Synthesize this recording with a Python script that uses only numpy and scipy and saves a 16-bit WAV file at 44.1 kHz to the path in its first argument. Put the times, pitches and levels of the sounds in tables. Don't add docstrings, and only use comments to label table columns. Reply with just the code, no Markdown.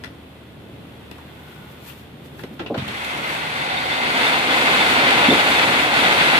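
import sys
import numpy as np
from scipy import signal
from scipy.fft import rfft, irfft, next_fast_len
from scipy.io import wavfile
from scipy.ndimage import uniform_filter1d, map_coordinates

SR = 44100
rng = np.random.default_rng(int(sys.argv[2]) if len(sys.argv) > 2 else 0)


def generate_wav(signal):
    frames = np.transpose(np.atleast_2d(signal))
    scaled = np.clip(frames, -1, 1) * 32767
    pcm = np.round(scaled).astype(np.int16)
    wavfile.write(sys.argv[1], SR, pcm)


N = 281799
TIME_S = np.arange(N) / SR

# time_s, level_db
RAIN_STRENGTH = [(2.82, -35.5), (2.9, -31), (3.1, -27.5), (3.21, -28), (3.3, -25), (3.42, -27),
                 (3.72, -24.5), (4.02, -22), (4.18, -19.5), (4.27, -17), (4.46, -20), (4.51, -17),
                 (4.66, -16.5), (4.85, -16), (5.4, -15.5), (5.48, -18), (5.54, -15), (5.7, -17), (5.8, -17),
                 (5.91, -20), (5.95, -16), (6.1, -15.5), (6.22, -15.5), (6.39, -15)]
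OPEN_AIR_DB = -16
DOOR_OPEN_S, DOOR_SWING_S = 2.76, 0.021


def downpour():
    colour = [(30, -60), (70, -13), (130, -11), (250, 0), (400, -2), (800, 1), (1200, -2.5), (2300, -2.5),
              (3100, -7), (3900, -9), (5200, -20.5), (6500, -24), (9500, -25.5), (14500, -35.5)]
    likeness = [(100, 0.93), (330, 1), (650, 1), (950, 0.55), (1600, 0.48), (2400, 0.26), (3700, 0.1),
                (5000, 0.095)]
    left_lag = [(3.8, 0.00034), (4.4, 0.00025)]
    even_out_s, gap_loss_db, gap_widen_s = 0.15, 6.5, 0.44
    strength_db = curves(RAIN_STRENGTH)[0] - OPEN_AIR_DB
    wash = rng.standard_normal((2, N)) + amp(-7) * drops(rate_hz=1300, scatter_db=5)
    rain = spread(wash, colour, likeness)
    rain[0] = map_coordinates(rain[0], [np.arange(N) - SR * curves(left_lag)[0]], order=5)
    drum, rest = split(rain, edge_hz=1000)
    hiss, spray = split(rest, edge_hz=5930)
    even_db = uniform_filter1d(strength_db, int(even_out_s * SR))
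    drum = unit(drum) * amp(-22 + 0.99 * even_db + 0.5 * wobble(17)) * pan(-1.2)
    hiss = unit(hiss) * amp(-17 + strength_db + 0.83 * wobble(50)) * pan(1.4)
    gap_db = gap_loss_db * np.exp(-np.maximum(TIME_S - DOOR_OPEN_S, 0) / gap_widen_s)
    spray = unit(spray) * amp(-33.5 + 0.63 * strength_db - gap_db + 0.87 * wobble(12)) * pan(-5.6)
    return door_open() * (drum + hiss + spray)


def near_drops():
    colour = [(200, -10), (1000, 20), (3500, -1), (5500, -4), (9000, -17), (14000, -31)]
    strength_db = curves(RAIN_STRENGTH)[0] - OPEN_AIR_DB
    t = np.arange(SR // 20) / SR
    splash = rng.standard_normal((2, len(t))) * decay(t, t60_s=0.035) * rise(t, tau_s=0.001)
    spatter = signal.fftconvolve(drops(rate_hz=60, scatter_db=4), splash, axes=1)[:, :N]
    return door_open() * unit(coloured(spatter, colour)) * amp(0.55 * strength_db - 34.5) * pan(-2)


def splashes():
    hits = [(3.046, -23.5, -7), (3.175, -23, -4), (3.645, -25, -5), (5.108, -16, -3), (5.508, -17, -1)]
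    colour = [(300, -15), (1200, 5), (2900, -10), (3700, 5), (6000, -6), (10000, -6), (14000, -18)]
    return bursts(hits, colour, t60_s=0.038)


def pings():
    # start_s, peak_db
    strikes = [(3.769, -20.5), (3.915, -20.5), (4.266, -15.5), (4.51, -18), (4.802, -15), (5.303, -10),
               (5.515, -16), (5.556, -19), (6.045, -15.5)]
    ping_hz, ring_t60_s, lesser_per_s = 3620, 0.1, 22
    out, t = np.zeros((2, N + SR)), np.arange(SR // 8) / SR
    strength_db = curves(RAIN_STRENGTH)[0] - OPEN_AIR_DB
    open_for_s = N / SR - DOOR_OPEN_S
    hits = [(start_s, peak_db, ping_hz) for start_s, peak_db in strikes]
    for when, size, spot in rng.random((round(lesser_per_s * open_for_s), 3)):
        start_s = DOOR_OPEN_S + when * open_for_s
        peak_db = -24.5 + strength_db[int(start_s * SR)] + 10 * (size - 0.5)
        hits.append((start_s, peak_db, ping_hz * 1.1 * 2 ** -spot))
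    for start_s, peak_db, ring_hz in hits:
        mode_hz = ring_hz * (1 + 0.025 * rng.standard_normal((4, 1)))
        phase = 2 * np.pi * (rng.random((4, 1)) + 0.3 * rng.random((2, 4, 1)))
        modes = np.sin(2 * np.pi * mode_hz * t + phase).sum(axis=1)
        ring = modes * decay(t, ring_t60_s) * rise(t, tau_s=0.0014)
        add_at(out, start_s, at_peak(ring, peak_db))
    return out[:, :N]


def knocks():
    blows = [(1.106, -32, 262, 0.13), (2.436, -22.5, 290, 0.058), (2.507, -26.5, 221, 0.16),
             (2.594, -23, 330, 0.22), (2.626, -29.5, 431, 0.29), (2.701, -15, 450, 0.11),
             (2.719, -19.5, 261, 0.11), (2.743, -18.5, 514, 0.1), (2.768, -16.5, 134, 0.35),
             (2.865, -25.5, 150, 0.38), (5.283, -6, 244, 0.11), (5.301, -9.5, 451, 0.27),
             (5.325, -8, 338, 0.058)]
    panel = [(1, 0), (1.27, -6), (1.6, -5)]
    low_cut_hz = 85
    out, t = np.zeros(N + SR), np.arange(SR // 3) / SR
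    for start_s, level_db, boom_hz, t60_s in blows:
        dull = lambda hz: resonance(hz, 0.9 * boom_hz, q=0.9) / (1 + (hz / (2.1 * boom_hz)) ** 6)
        shudder = amp(2) * unit(filtered(rng.standard_normal(len(t)), dull))
        modes = sum(amp(db) * np.sin(2 * np.pi * (ratio * boom_hz * t + rng.random()))
                    for ratio, db in panel)
        boom = (modes + shudder) * decay(t, t60_s) * rise(t, tau_s=0.0042)
        add_at(out, start_s, at_peak(boom, level_db))
    return filtered(out[:N], lambda hz: hz ** 4 / (hz ** 4 + low_cut_hz ** 4))


def clicks():
    # start_s, rattle_db, ring_hz, ring_db, t60_s, pan_db, tick_db
    snaps = [(1.113, -31, 2700, -1, 0.018, 9, -44.5), (1.182, -36, 1060, 7, 0.052, 0, -50),
             (1.898, -34.5, 2800, 12, 0.027, 11, -52), (2.392, -28, 1740, 9, 0.049, 3, -58),
             (2.4355, -26.5, 2070, 2, 0.028, 0, -44), (2.593, -20.5, 1680, 8, 0.1, -2, -72),
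             (2.661, -22, 2750, 6, 0.057, 1, -72), (2.742, -21, 1400, 5, 0.073, 2, -72),
             (2.777, -23, 3320, 2, 0.2, -4, -41), (2.88, -23, 3280, 0, 0.05, -2, -37)]
    colour = [(150, 5), (800, 13), (1400, 6.5), (2000, 3.5), (3700, 1.5), (5500, -9.5), (14000, -37)]
    out, t = np.zeros((2, N + SR)), np.arange(SR // 3) / SR
    for start_s, rattle_db, ring_hz, ring_db, t60_s, pan_db, tick_db in snaps:
        envelope = (decay(t, t60_s) + decay(t, t60_s=0.0061)) * rise(t, tau_s=0.0028)
        tone = lambda hz: amp(along(colour, hz)) * (1 + amp(ring_db) * resonance(hz, ring_hz, q=5))
        rattle = filtered(rng.standard_normal((2, len(t))) * envelope, tone)
        tick = rng.standard_normal((2, len(t))) * amp(tick_db + 3.5) * decay(t, t60_s=0.023)
        add_at(out, start_s, (at_peak(rattle, rattle_db + 1.5) + tick) * pan(pan_db))
    return out[:, :N]


def clacks():
    hits = [(0.0379, -21, 6), (0.0444, -22, 5), (0.0578, -31, 0)]
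    colour = [(700, -14), (1400, -4), (1950, 2.5), (2800, -18), (3600, -11), (5700, -17), (6400, -29),
              (9100, -26), (14000, -36)]
    return bursts(hits, colour, t60_s=0.019)


def cabin():
    colour = [(25, -27), (55, -10), (140, 1.5), (320, -3), (650, -9.5), (1200, -15.5), (2500, -19.5),
              (3600, -19.5), (4500, -29), (6200, -36), (10000, -33.5)]
    likeness = [(120, 0.98), (350, 0.81), (600, 0.55), (900, 0.22), (3000, .03)]
    shell = [(0.1, -41.5), (0.45, -44.5), (0.7, -40), (0.92, -41), (1.1, -42), (1.3, -42.5), (2.15, -42.5),
             (2.4, -40.5)]
    swells = [(0.1, -50.5), (0.57, -51.5), (1.25, -48), (1.57, -47.5), (2.15, -51), (2.35, -49.5)]
    swell_db = curves(swells)[0] - np.mean(swells, axis=0)[1]
    taps = amp(-6) * drops(rate_hz=600, scatter_db=3)
    murmur = spread(rng.standard_normal((2, N)) + taps, colour, likeness)
    rumble, patter = split(murmur, edge_hz=620)
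    rumble = unit(rumble) * amp(curves(shell)[0] + 0.58 * wobble(8.92))
    return rumble + unit(patter) * amp(-47.5 + swell_db)


def cloth():
    strokes = [(1.52, -51.5, 0.22), (1.72, -52, 0.024), (1.885, -37, 0.037), (1.995, -49.5, 0.043),
               (2.26, -47.5, .022), (2.405, -44.5, 0.035), (2.542, -48, 0.0072), (3.05, -42, 0.023),
               (3.3, -44, 0.12)]
    colour = [(200, -28), (1000, 1.5), (3500, -2), (6000, -8), (10000, -7.5), (14000, -1.5)]
    envelope = sum(amp(db) * np.exp(-np.abs(TIME_S - peak_s) / tau_s) for peak_s, db, tau_s in strokes)
    catches = drops(rate_hz=900, scatter_db=3)
    fibres = coloured(rng.standard_normal((2, N)) + catches, colour)
    return unit(fibres) * envelope * pan(4)


def engine():
    harmonics = [(2, -51), (3, -53.5)]
    firing_hz = 38.36
    phase = 2 * np.pi * np.cumsum(firing_hz * (1 + 0.0036 * wobble(4.2))) / SR
    return sum(np.sqrt(2) * amp(db + 1.5 * wobble(2.8)) * np.sin(round(k) * phase) for k, db in harmonics)


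def sleeve_rub():
    slide = [(1.1, 1770, -61), (1.42, 1468, -55.5), (1.72, 1430, -57), (1.9, 1410, -72)]
    half_width_hz = 82
    pitch_hz, level_db = curves(slide)
    flutter = filtered(rng.standard_normal((2, N)), lambda hz: 1 / (1 + (hz / half_width_hz) ** 4))
    whisper = unit(flutter * np.sin(2 * np.pi * np.cumsum(pitch_hz) / SR))
    sliding = (TIME_S > slide[0][0]) & (TIME_S < slide[-1][0])
    return whisper * amp(level_db) * sliding


def hollows(x):
    nook = [(144, 39, 7.5), (910, 190, 4.5), (1493, 200, 4.5), (2098, 192, 8), (3530, 200, 4.5)]
    in_nook = [(1.0, 0.11), (1.4, 0.6), (1.75, 0.44), (2.099, 0.079), (2.7, 0.16), (3.0, 0.58), (3.8, 1),
               (4.4, 0.56)]
    doorway = [(516, 86, 3.5), (755, 87, 8.5), (3620, 300, 4), (4560, 720, 9)]
    in_doorway = [(3.2, 0.054), (3.8, 0.76), (4.3, 0.36), (5.0, 0.25)]
    for modes, path, loss_db in [(nook, in_nook, 2.5), (doorway, in_doorway, 1.46)]:
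        share = np.clip(curves(path)[0], 0, 1)
        x = (1 - share) * x + share * resonated(x, modes, loss_db)
    return x


def cabin_echo(x, echo_db):
    t = np.arange(SR // 4) / SR
    tail = rng.standard_normal((2, len(t))) * decay(t, t60_s=0.16) * rise(t, tau_s=0.004)
    return x + amp(echo_db) * signal.fftconvolve(x, tail / np.linalg.norm(tail[0]), axes=1)[:, :N]


def door_open():
    return np.clip((TIME_S - DOOR_OPEN_S) / DOOR_SWING_S, 0, 1)


def drops(rate_hz, scatter_db):
    falls = rng.random((2, N)) < rate_hz / SR
    size = amp(scatter_db * np.minimum(rng.standard_normal((2, N)), 2.5))
    return unit(falls * size * rng.choice([-1, 1], (2, N)))


def bursts(hits, colour, t60_s):
    out, t = np.zeros((2, N + SR)), np.arange(SR // 10) / SR
    for start_s, level_db, pan_db in hits:
        burst = coloured(rng.standard_normal((2, len(t))) * decay(t, t60_s), colour)
        add_at(out, start_s, at_peak(burst, level_db) * pan(pan_db))
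    return out[:, :N]


def amp(db):
    return 10 ** (np.asarray(db) / 20)


def pan(db):
    return amp([[db / 2], [-db / 2]])


def unit(x):
    return x / np.sqrt(np.mean(x ** 2) + 1e-20)


def at_peak(x, db):
    return x / np.abs(x).max() * amp(db)


def add_at(out, start_s, x):
    out[..., round(start_s * SR):][..., :x.shape[-1]] += x


def rise(t, tau_s):
    return 1 - np.exp(-t / tau_s)


def decay(t, t60_s):
    return amp(-60 * t / t60_s)


def along(points, hz):
    freq_hz, values = np.transpose(points)
    return np.interp(np.log(hz + 1), np.log(freq_hz + 1), values)


def curves(rows):
    time_s, *columns = np.transpose(rows)
    return [np.interp(TIME_S, time_s, column) for column in columns]


def wobble(rate_hz):
    knots = rng.standard_normal(int(N * rate_hz / SR) + 4)
    return map_coordinates(knots, [TIME_S * rate_hz])


def filtered(x, response):
    size = x.shape[-1]
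    padded = next_fast_len(size + SR // 4)
    return irfft(rfft(x, padded) * response(np.fft.rfftfreq(padded, 1 / SR)), padded)[..., :size]


def coloured(x, colour):
    return filtered(x, lambda hz: amp(along(colour, hz)))


def resonated(x, modes, loss_db):
    humps_db = lambda hz: sum(db / (1 + (2 * (hz - centre) / width) ** 2) for centre, width, db in modes)
    return filtered(x, lambda hz: amp(humps_db(hz) - loss_db))


def split(x, edge_hz):
    low = filtered(x, lambda hz: 1 / (1 + (hz / edge_hz) ** 6))
    return low, x - low


def resonance(hz, centre_hz, q):
    damping = 1j * hz * centre_hz / q
    return damping / (centre_hz ** 2 - hz ** 2 + damping)


def spread(pair, colour, likeness):
    turn = lambda hz: np.arccos(np.clip(along(likeness, hz), -1, 1)) / 2
    mid, side = filtered(pair, lambda hz: amp(along(colour, hz)) * [np.cos(turn(hz)), np.sin(turn(hz))])
    return unit(np.array([mid + side, mid - side]))


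def scene():
    rain = hollows(downpour() + cabin()) + near_drops() + splashes()
    return (rain + engine() + cloth() + sleeve_rub() + pings()
            + cabin_echo(clicks() + clacks(), echo_db=-4.5) + knocks())


def record(dry):
    housing = [(268, 52, 1.5), (1455, 35, 3), (1980, 114, 2), (2620, 460, 3.5), (3325, 420, 3),
               (4260, 150, 3.5)]
    ceiling, top_hz = 0.95, 14720
    heard = resonated(dry, housing, loss_db=0.59)
    rounded = heard / (1 + np.abs(heard / ceiling) ** 8) ** (1 / 8)
    return filtered(rounded, lambda hz: hz < top_hz)


dry = scene()
out = record(dry)
generate_wav(out)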